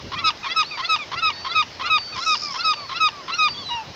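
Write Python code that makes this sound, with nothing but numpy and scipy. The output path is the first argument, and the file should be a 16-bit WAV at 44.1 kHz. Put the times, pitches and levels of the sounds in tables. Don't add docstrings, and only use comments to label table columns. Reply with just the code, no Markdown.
import sys
import numpy as np
from scipy import signal
from scipy.io import wavfile
from scipy.ndimage import uniform_filter1d, map_coordinates

SR = 44100
rng = np.random.default_rng(int(sys.argv[2]) if len(sys.argv) > 2 else 0)


def materialize(psi):
    bounded = np.clip(np.atleast_2d(psi).T, -1, 1)
    quanta = np.round(bounded * 32767).astype(np.int16)
    wavfile.write(sys.argv[1], SR, quanta)


N = 174195

# time in seconds, level in dB.
GUSTS = [(0, -43), (.05, -41), (.25, -44), (.43, -58), (1.2, -49.5), (1.959, -48.5), (2.106, -52.5),
         (2.176, -38.5), (2.22, -63), (2.89, -52.5), (3.4, -62), (3.5, -43), (3.74, -49.5), (3.85, -57),
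         (3.885, -35), (3.91, -37.5), (3.95, -69)]
# frequency in Hz, relative density in dB.
WIND_SPECTRUM = [(20, -30), (45, -12), (70, -6.5), (95, 0.5), (170, -6.5), (320, -10.5), (600, -16.5),
                 (2000, -79.5)]
SURF_SPECTRUM = [(20, -24), (110, -4.5), (1000, -0.5), (1600, -5), (4000, -6), (5200, -4), (6400, -15),
                 (7300, -28.5), (8300, -40), (13800, -44), (14900, -33), (15600, -27)]

# time in seconds, centre pitch in Hz, level in dB.
TRILL_TRACK = [(2.145, 5080, -39), (2.185, 5076, -36), (2.235, 5400, -35.5), (2.275, 5650, -30),
               (2.35, 4970, -26), (2.395, 4950, -33.5), (2.425, 5300, -28), (2.47, 4960, -30),
               (2.495, 4940, -35), (2.525, 5410, -33), (2.575, 5280, -35), (2.62, 4900, -34)]
# time in seconds, pitch in Hz, level in dB.
WHISTLE_TRACKS = [
    [(.645, 3870, -34.5), (.665, 4440, -38.5), (.735, 4700, -39), (.81, 4570, -46), (.89, 4370, -40),
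     (.93, 4400, -47)],
    [(1.2, 1880, -44.5), (1.43, 1850, -45.5)],
    [(1.324, 4440, -37.5), (1.42, 4550, -38), (1.53, 4540, -42), (1.60, 4330, -39)],
    [(1.978, 4610, -30), (2.02, 4580, -32.5), (2.08, 4560, -35.5), (2.16, 4500, -39)],
    [(2.633, 4620, -28.5), (2.69, 4760, -40), (2.80, 4510, -37), (2.88, 4410, -42), (2.905, 4000, -38),
     (2.95, 3880, -44)],
    [(3.47, 4630, -40), (3.51, 4630, -30), (3.545, 4600, -39), (3.62, 4510, -38.5), (3.67, 4320, -50)],
    [(3.63, 4100, -51), (3.665, 4020, -32), (3.74, 3810, -31), (3.765, 3650, -58)],
    [(3.345, 5820, -30), (3.362, 5500, -47.5), (3.39, 5670, -28.5), (3.403, 5900, -38)],
    [(3.425, 3970, -24.5), (3.455, 4070, -31)],
    [(3.54, 3380, -39), (3.57, 3280, -40), (3.582, 3560, -32), (3.61, 3380, -38.5), (3.69, 3050, -55)],
]
# start and length in seconds, initial pitch in Hz, level in dB, overtone gain in dB.
FAR_CRIES = [(0.156, 0.086, 1241, -32, -1.5), (0.429, 0.06, 1278, -32, 11), (0.708, 0.063, 1277, -31.5, 7),
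             (0.986, 0.063, 1260, -30.5, 8), (1.253, 0.077, 1278, -30.5, 4), (1.543, 0.065, 1272, -30.5, 9),
             (1.823, 0.082, 1284, -31, -5), (2.122, 0.06, 1282, -35, 3.5), (2.42, 0.12, 1238, -34.5, -5),
             (2.77, 0.1, 1216, -37, -10.5), (3.126, 0.11, 1217, -39.5, -12), (3.572, 0.074, 1202, -45, -22)]
# time in seconds, pitch in Hz, level in dB.
CLOSING_TRACK = [(3.700, 976, -38), (3.712, 950, -25.5), (3.745, 958, -26.5), (3.787, 903, -28),
                 (3.822, 871, -33.5), (3.852, 760, -56)]
# start and length in seconds, level in dB.
RASPS = [(0.117, 0.04, -28.5), (0.442, 0.043, -27.5), (0.772, 0.05, -27.5), (1.115, 0.039, -27.5),
         (1.446, 0.039, -27), (1.795, 0.037, -28.5), (2.159, 0.046, -29), (2.54, 0.037, -29.5),
         (2.892, 0.052, -30), (3.279, 0.036, -29), (3.689, 0.014, -36.5)]
# start and length in seconds, final pitch in Hz, base level in dB.
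LEAD_INS = [(0.165, 0.059, 704, -29.5), (0.482, 0.068, 703.5, -26.5), (0.82, 0.063, 717, -26),
            (1.153, 0.065, 726, -27), (1.481, 0.072, 712, -28), (1.833, 0.067, 730, -26),
            (2.201, 0.061, 722, -29), (2.574, 0.07, 724, -27), (2.939, 0.062, 716, -27),
            (3.3, 0.08, 719, -27)]
# start and length in seconds, top pitch in Hz, base level in dB,
# nasal gain in dB, treble gain in dB, hoarseness as buzz depth.
CRIES = [(0.237, 0.065, 1320, -17, -10, -3.5, 1.2), (0.558, 0.069, 1312, -17, -5.5, 0, 0.47),
         (0.888, 0.072, 1317, -17.5, 1, 3, .25), (1.219, 0.08, 1319, -18, 1.5, 0.5, 0.25),
         (1.548, 0.075, 1298, -16.5, 3, 0, 0.16), (1.896, 0.083, 1300, -16, 9, 2.5, 0.08),
         (2.259, 0.092, 1303, -18.5, 0, 1, 0.07), (2.641, 0.09, 1304, -18, -13, -2.5, 0.19),
         (3, 0.083, 1303, -16, -2, 0, 0.08), (3.382, 0.1, 1286, -17, 5.5, 2, 0.06)]

# frequency in Hz, relative gain in dB.
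TRILL_THROAT = [(2000, -10), (4400, 0.5), (6800, -5), (8200, -17.5), (10500, -3), (13000, -26.5)]
WHISTLE_THROAT = [(6000, 6.5), (7000, -25.5), (14000, -71.5)]
FAR_THROAT = [(600, 10.5), (1200, 2), (2450, 2.5), (3600, -7.5), (4800, -36.5), (7000, -40.5), (10000, -67)]
CLOSING_THROAT = [(500, 73), (950, 0.5), (1900, -16), (2850, 0), (3800, -34), (4700, -24), (5600, -12.5),
                  (6700, -73), (8500, -50), (13000, -75)]
RASP_THROAT = [(300, -24), (750, -5.5), (1060, 2.5), (1450, 4), (2200, -9.5), (3400, -3.5), (4400, -9),
               (5500, -16), (6500, -28.5), (8000, -64.5), (13000, -64)]
LEAD_THROAT = [(700, -20.5), (1050, 14.5), (1350, -1.5), (2050, -5), (2750, -6), (3400, -4.5), (4100, -5.5),
               (4800, -15.5), (5500, -19.5), (6300, -34), (7500, -54), (12000, -64.5)]
CROAK_THROAT = [(300, -40.5), (950, -1), (1500, -2), (2000, -11.5), (2850, 2), (3800, -6), (4800, -12.5),
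                (6300, -18.5), (8000, -50.5), (13000, -55.5)]
CRY_THROAT = [(300, -38), (900, 12.5), (1250, 0.5), (1900, -16), (2500, -3), (3750, -5.5), (5050, -9),
              (5600, -16.5), (6300, -26.5), (7500, -39), (8700, -51.5), (11300, -66.5), (15000, -71.5)]


def amp(db):
    return 10 ** (np.asarray(db) / 20)


def unit_rms(x):
    return x / np.sqrt(np.mean(x ** 2) + 1e-20)


def bell(x, centre, width):
    return np.exp(-((x - centre) / width) ** 2)


def cycles(hz):
    return np.cumsum(hz) / SR


def spectrum_db(spectrum, hz):
    knots_hz, db = np.transpose(spectrum)
    return np.interp(np.log(hz + 1), np.log(knots_hz), db)


def add(mix, start_s, sound):
    part = mix[max(round(start_s * SR), 0):][:len(sound)]
    part += sound[:len(part)]


def wander(n, rate_hz):
    position = np.arange(n) * rate_hz / SR
    return map_coordinates(rng.standard_normal(2048), [position + 2], order=2, mode="wrap")


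def colour(x, spectrum, size=4096):
    log_gain = np.log(amp(spectrum_db(spectrum, abs(np.fft.fftfreq(size, 1 / SR)))))
    response = np.exp(np.conj(signal.hilbert(log_gain)))
    impulse = np.fft.ifft(response).real[:size // 2]
    return signal.fftconvolve(x, impulse)[:len(x)]


def gate(t, rise_s, fall_s):
    attack = np.sin(np.pi / 2 * np.clip(t / rise_s, 0, 1))
    release = np.sin(np.pi / 2 * np.clip((t[-1] - t) / fall_s, 0, 1))
    return attack * release


def follow(track):
    s, hz, db = np.transpose(track)
    t = np.arange(0, s[-1] - s[0], 1 / SR)
    return s[0], t, np.interp(t + s[0], s, hz), amp(np.interp(t + s[0], s, db))


def noise_band(centre_hz, width_hz=1050):
    b, a = signal.butter(2, width_hz / 2, fs=SR)
    complex_noise = rng.standard_normal((SR, 2)) @ [1, 1j]
    baseband = signal.lfilter(b, a, complex_noise[:len(centre_hz)])
    return unit_rms((baseband * np.exp(2j * np.pi * cycles(centre_hz))).real)


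def syrinx_tone(hz, throat, jitter, flutter, extra_db=lambda f: 0, drift_db=9, buzz=0, harmonics=11):
    n = len(hz)
    buzz_hz, dispersion_rad = 301.7, 0.3
    buzz_phase = 2 * np.pi * cycles(buzz_hz * (1 + 0.036 * wander(n, rate_hz=102)))
    phase = 2 * np.pi * cycles(hz * (1 + jitter * wander(n, rate_hz=504)))
    tone, power = np.zeros(n), np.zeros(n)
    for k in range(1, harmonics + 1):
        flicker_db = drift_db * np.log(k) * np.tanh(wander(n, rate_hz=70))
        gain = amp(spectrum_db(throat, k * hz) + extra_db(k * hz) + flicker_db)
        depth = buzz * min(k - 0.7, 2) / 2
        chop = 1 + depth * np.sin(buzz_phase + k)
        tone += gain * chop * np.cos(k * phase + dispersion_rad * k * k)
        power += gain ** 2 / 2
    return tone / np.sqrt(power) * (1 + flutter * wander(n, rate_hz=604))


def syrinx_pulses(hz, jitter, shimmer_db):
    turns = cycles(hz * np.exp(jitter * wander(len(hz), rate_hz=1051)))
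    pulses = np.diff(np.floor(turns), prepend=-1) > 0
    return pulses * amp(shimmer_db * wander(len(hz), rate_hz=1001))


def wind(lump_db=3.5):
    gust_db = np.interp(np.arange(N) / SR, *np.transpose(GUSTS))
    gain = amp(gust_db + lump_db * wander(N, rate_hz=30.2))
    return gain * unit_rms(colour(rng.standard_normal(N), WIND_SPECTRUM))


def surf(level_db=-40, patch_db=1.97):
    hz, _, bins = signal.stft(rng.standard_normal(N), SR, nperseg=1024)
    patches = uniform_filter1d(rng.standard_normal(bins.shape), size=8, axis=0)
    patches = unit_rms(uniform_filter1d(patches, size=5, axis=1))
    gain = amp(spectrum_db(SURF_SPECTRUM, hz)[:, None] + patch_db * patches)
    _, wash = signal.istft(bins * gain, SR, nperseg=1024)
    return amp(level_db) * unit_rms(wash[:N])


def trill(puff_hz=88, shimmer_db=1.2, dulling_db_per_s=26):
    start_s, t, centre_hz, gain = follow(TRILL_TRACK)
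    n = len(t)
    turns = cycles(puff_hz * np.exp(0.2 * wander(n, rate_hz=60.1)))
    puffs = (1 - 0.54 * np.cos(2 * np.pi * turns)) * amp(shimmer_db * wander(n, puff_hz))
    hz = centre_hz * (1 + 0.04 * (1 - 2 * (turns % 1)))
    squeal = np.sin(2 * np.pi * cycles(hz * (1 + 0.035 * wander(n, rate_hz=920))))
    lower_hiss = noise_band(hz) / 2
    upper_hiss = amp(-11 - dulling_db_per_s * t) * noise_band(1.26 * hz)
    call = colour((squeal + lower_hiss + upper_hiss) * puffs, TRILL_THROAT)
    return start_s, gain * gate(t, rise_s=0.005, fall_s=0.01) * unit_rms(call)


def whistle(track):
    start_s, t, hz, gain = follow(track)
    tone = syrinx_tone(hz, WHISTLE_THROAT, jitter=0.0058, flutter=0.13, harmonics=2)
    return start_s, gain * gate(t, rise_s=0.0028, fall_s=0.023) * tone


def far_cry(start_s, length_s, pitch_hz, level_db, overtone_db):
    t = np.arange(0, length_s, 1 / SR)
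    progress = t / t[-1]
    hz = pitch_hz * (1 - 0.12 * progress - 0.1 * progress ** 8)
    tone = syrinx_tone(hz, FAR_THROAT, jitter=0.008, flutter=0.13, harmonics=6,
                       extra_db=lambda f: overtone_db * (f > 1600))
    return start_s, amp(level_db) * gate(t, rise_s=0.0051, fall_s=0.026) * tone


def closing_note():
    start_s, t, hz, gain = follow(CLOSING_TRACK)
    tone = syrinx_tone(hz, CLOSING_THROAT, jitter=0.0049, flutter=0.034, drift_db=2)
    return start_s, gain * gate(t, rise_s=0.002, fall_s=0.005) * tone


def rasp(start_s, length_s, level_db, pitch_hz=981):
    t = np.arange(0, length_s, 1 / SR)
    progress = t / t[-1]
    hz = pitch_hz * (1 + 0.13 * progress)
    pulses = syrinx_pulses(hz, jitter=0.13 * (1.2 - progress), shimmer_db=1)
    dip = 1 - 0.55 * bell(progress, centre=0.33, width=0.059)
    effort = (0.61 + 0.4 * progress) * dip * gate(t, rise_s=0.0026, fall_s=0.014)
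    return start_s, amp(level_db) * unit_rms(colour(pulses * effort, RASP_THROAT))


def lead_in(start_s, length_s, final_hz, level_db, swell_db=11.5, bloom_db=8.5):
    t = np.arange(0, length_s, 1 / SR)
    progress = t / t[-1]
    arch = np.sin(np.pi * progress ** 1.13) - 0.8
    hz = final_hz * (1 - 0.13 * (1 - progress) ** 1.474)
    odd_db = -5 * (start_s - 1.34)

    def extra_db(f):
        treble = np.clip((f - 1400) / 3000, 0, 1)
        is_odd = np.sin(np.pi / 2 * f / hz) ** 2
        return bloom_db * arch * treble + odd_db * is_odd

    tone = syrinx_tone(hz, LEAD_THROAT, jitter=0.009, flutter=0.2, extra_db=extra_db,
                       drift_db=6.5, harmonics=12)
    return start_s, amp(level_db + swell_db * arch) * gate(t, rise_s=0.0025, fall_s=0.032) * tone


def croak(start_s, hoarseness, length_s=0.018, pitch_hz=973, level_db=-27.5, decay_s=0.0073):
    t = np.arange(0, length_s, 1 / SR)
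    hz = pitch_hz * (1 - 0.11 * t / length_s)
    pulses = syrinx_pulses(hz, jitter=0.025 + 0.02 * hoarseness, shimmer_db=5.5)
    envelope = np.exp(-t / decay_s) * gate(t, rise_s=0.005, fall_s=0.005)
    return start_s, amp(level_db) * unit_rms(colour(pulses * envelope, CROAK_THROAT))


def cry(start_s, length_s, pitch_hz, level_db, nasal_db, treble_db, hoarseness):
    warmup_s, rise_s, fall_s, collapse_s = 0.015, 0.014, 0.016, 0.0043
    warmup_db, hiss_db, swell_db, bloom_db, bill_db = -16.5, -40, 2, 5, 3.5
    nasal_hz, bill_hz, width_hz = 2470, 3730, 1740
    t = np.arange(-warmup_s, length_s + 0.0031, 1 / SR)
    progress = np.clip(t / t[-1], 0, 1)
    arch = np.sin(np.pi * progress ** 0.98) - 0.7
    soft_gate = amp(warmup_db) * gate(t + warmup_s, rise_s, fall_s)
    full_gate = gate(t, rise_s, fall_s)
    scoop = 0.0905 * np.minimum(t / warmup_s, 0)
    collapse = 0.23 * np.exp((t - t[-1]) / collapse_s)
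    hz = pitch_hz * (1 + scoop - 0.068 * progress - collapse)

    def extra_db(f):
        nasal = nasal_db * bell(f, nasal_hz, width_hz)
        treble = (treble_db - 8 * (1 - full_gate)) * np.clip((f - 2500) / 2200, 0, 2)
        bill_opening = bill_db * (progress - 0.5) * bell(f, bill_hz, width_hz)
        bloom = bloom_db * (arch - 0.1) * np.clip((f - 5000) / 2500, 0, 1)
        return nasal + treble + bill_opening + bloom

    tone = syrinx_tone(hz, CRY_THROAT, jitter=0.0015, flutter=0.01, extra_db=extra_db,
                       drift_db=2.8, buzz=hoarseness * np.sin(np.pi * progress ** 2))
    hiss = amp(hiss_db) * unit_rms(colour(rng.standard_normal(SR)[:len(t)], CRY_THROAT))
    envelope = amp(level_db + swell_db * arch) * np.maximum(full_gate, soft_gate)
    return start_s - warmup_s, envelope * (tone + hiss)


def open_air(x, scatter_db=-19.5, t60_s=0.17, delay_s=0.003):
    t = np.arange(SR // 2) / SR
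    tail = rng.standard_normal(len(t)) * amp(-60 * t / t60_s) * (t > delay_s)
    return x + amp(scatter_db) * signal.fftconvolve(x, tail / np.linalg.norm(tail))[:N]


def scene():
    gulls = np.zeros(N)
    for source, table in [(cry, CRIES), (lead_in, LEAD_INS), (rasp, RASPS), (far_cry, FAR_CRIES)]:
        for row in table:
            add(gulls, *source(*row))
    for start_s, length_s, *_, hoarseness in CRIES:
        add(gulls, *croak(start_s + length_s, hoarseness))
    for track in WHISTLE_TRACKS:
        add(gulls, *whistle(track))
    add(gulls, *closing_note())
    add(gulls, *trill())
    return (open_air(gulls) + surf() + wind())[None]


def record(dry):
    limit_db, window_s, cutoff_hz = -10.5, 0.004, 15560
    window = signal.windows.hann(2 * round(window_s * SR)) / (window_s * SR)
    power = abs(signal.fftconvolve(dry[0] ** 2, window, "same"))
    limited = dry / (1 + (power / amp(limit_db) ** 2) ** 4) ** (1 / 8)
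    lowpass = signal.firwin(511, cutoff_hz, window=("kaiser", 9), fs=SR)
    return signal.oaconvolve(limited, lowpass[None], "same")


dry = scene()
out = record(dry)
materialize(out)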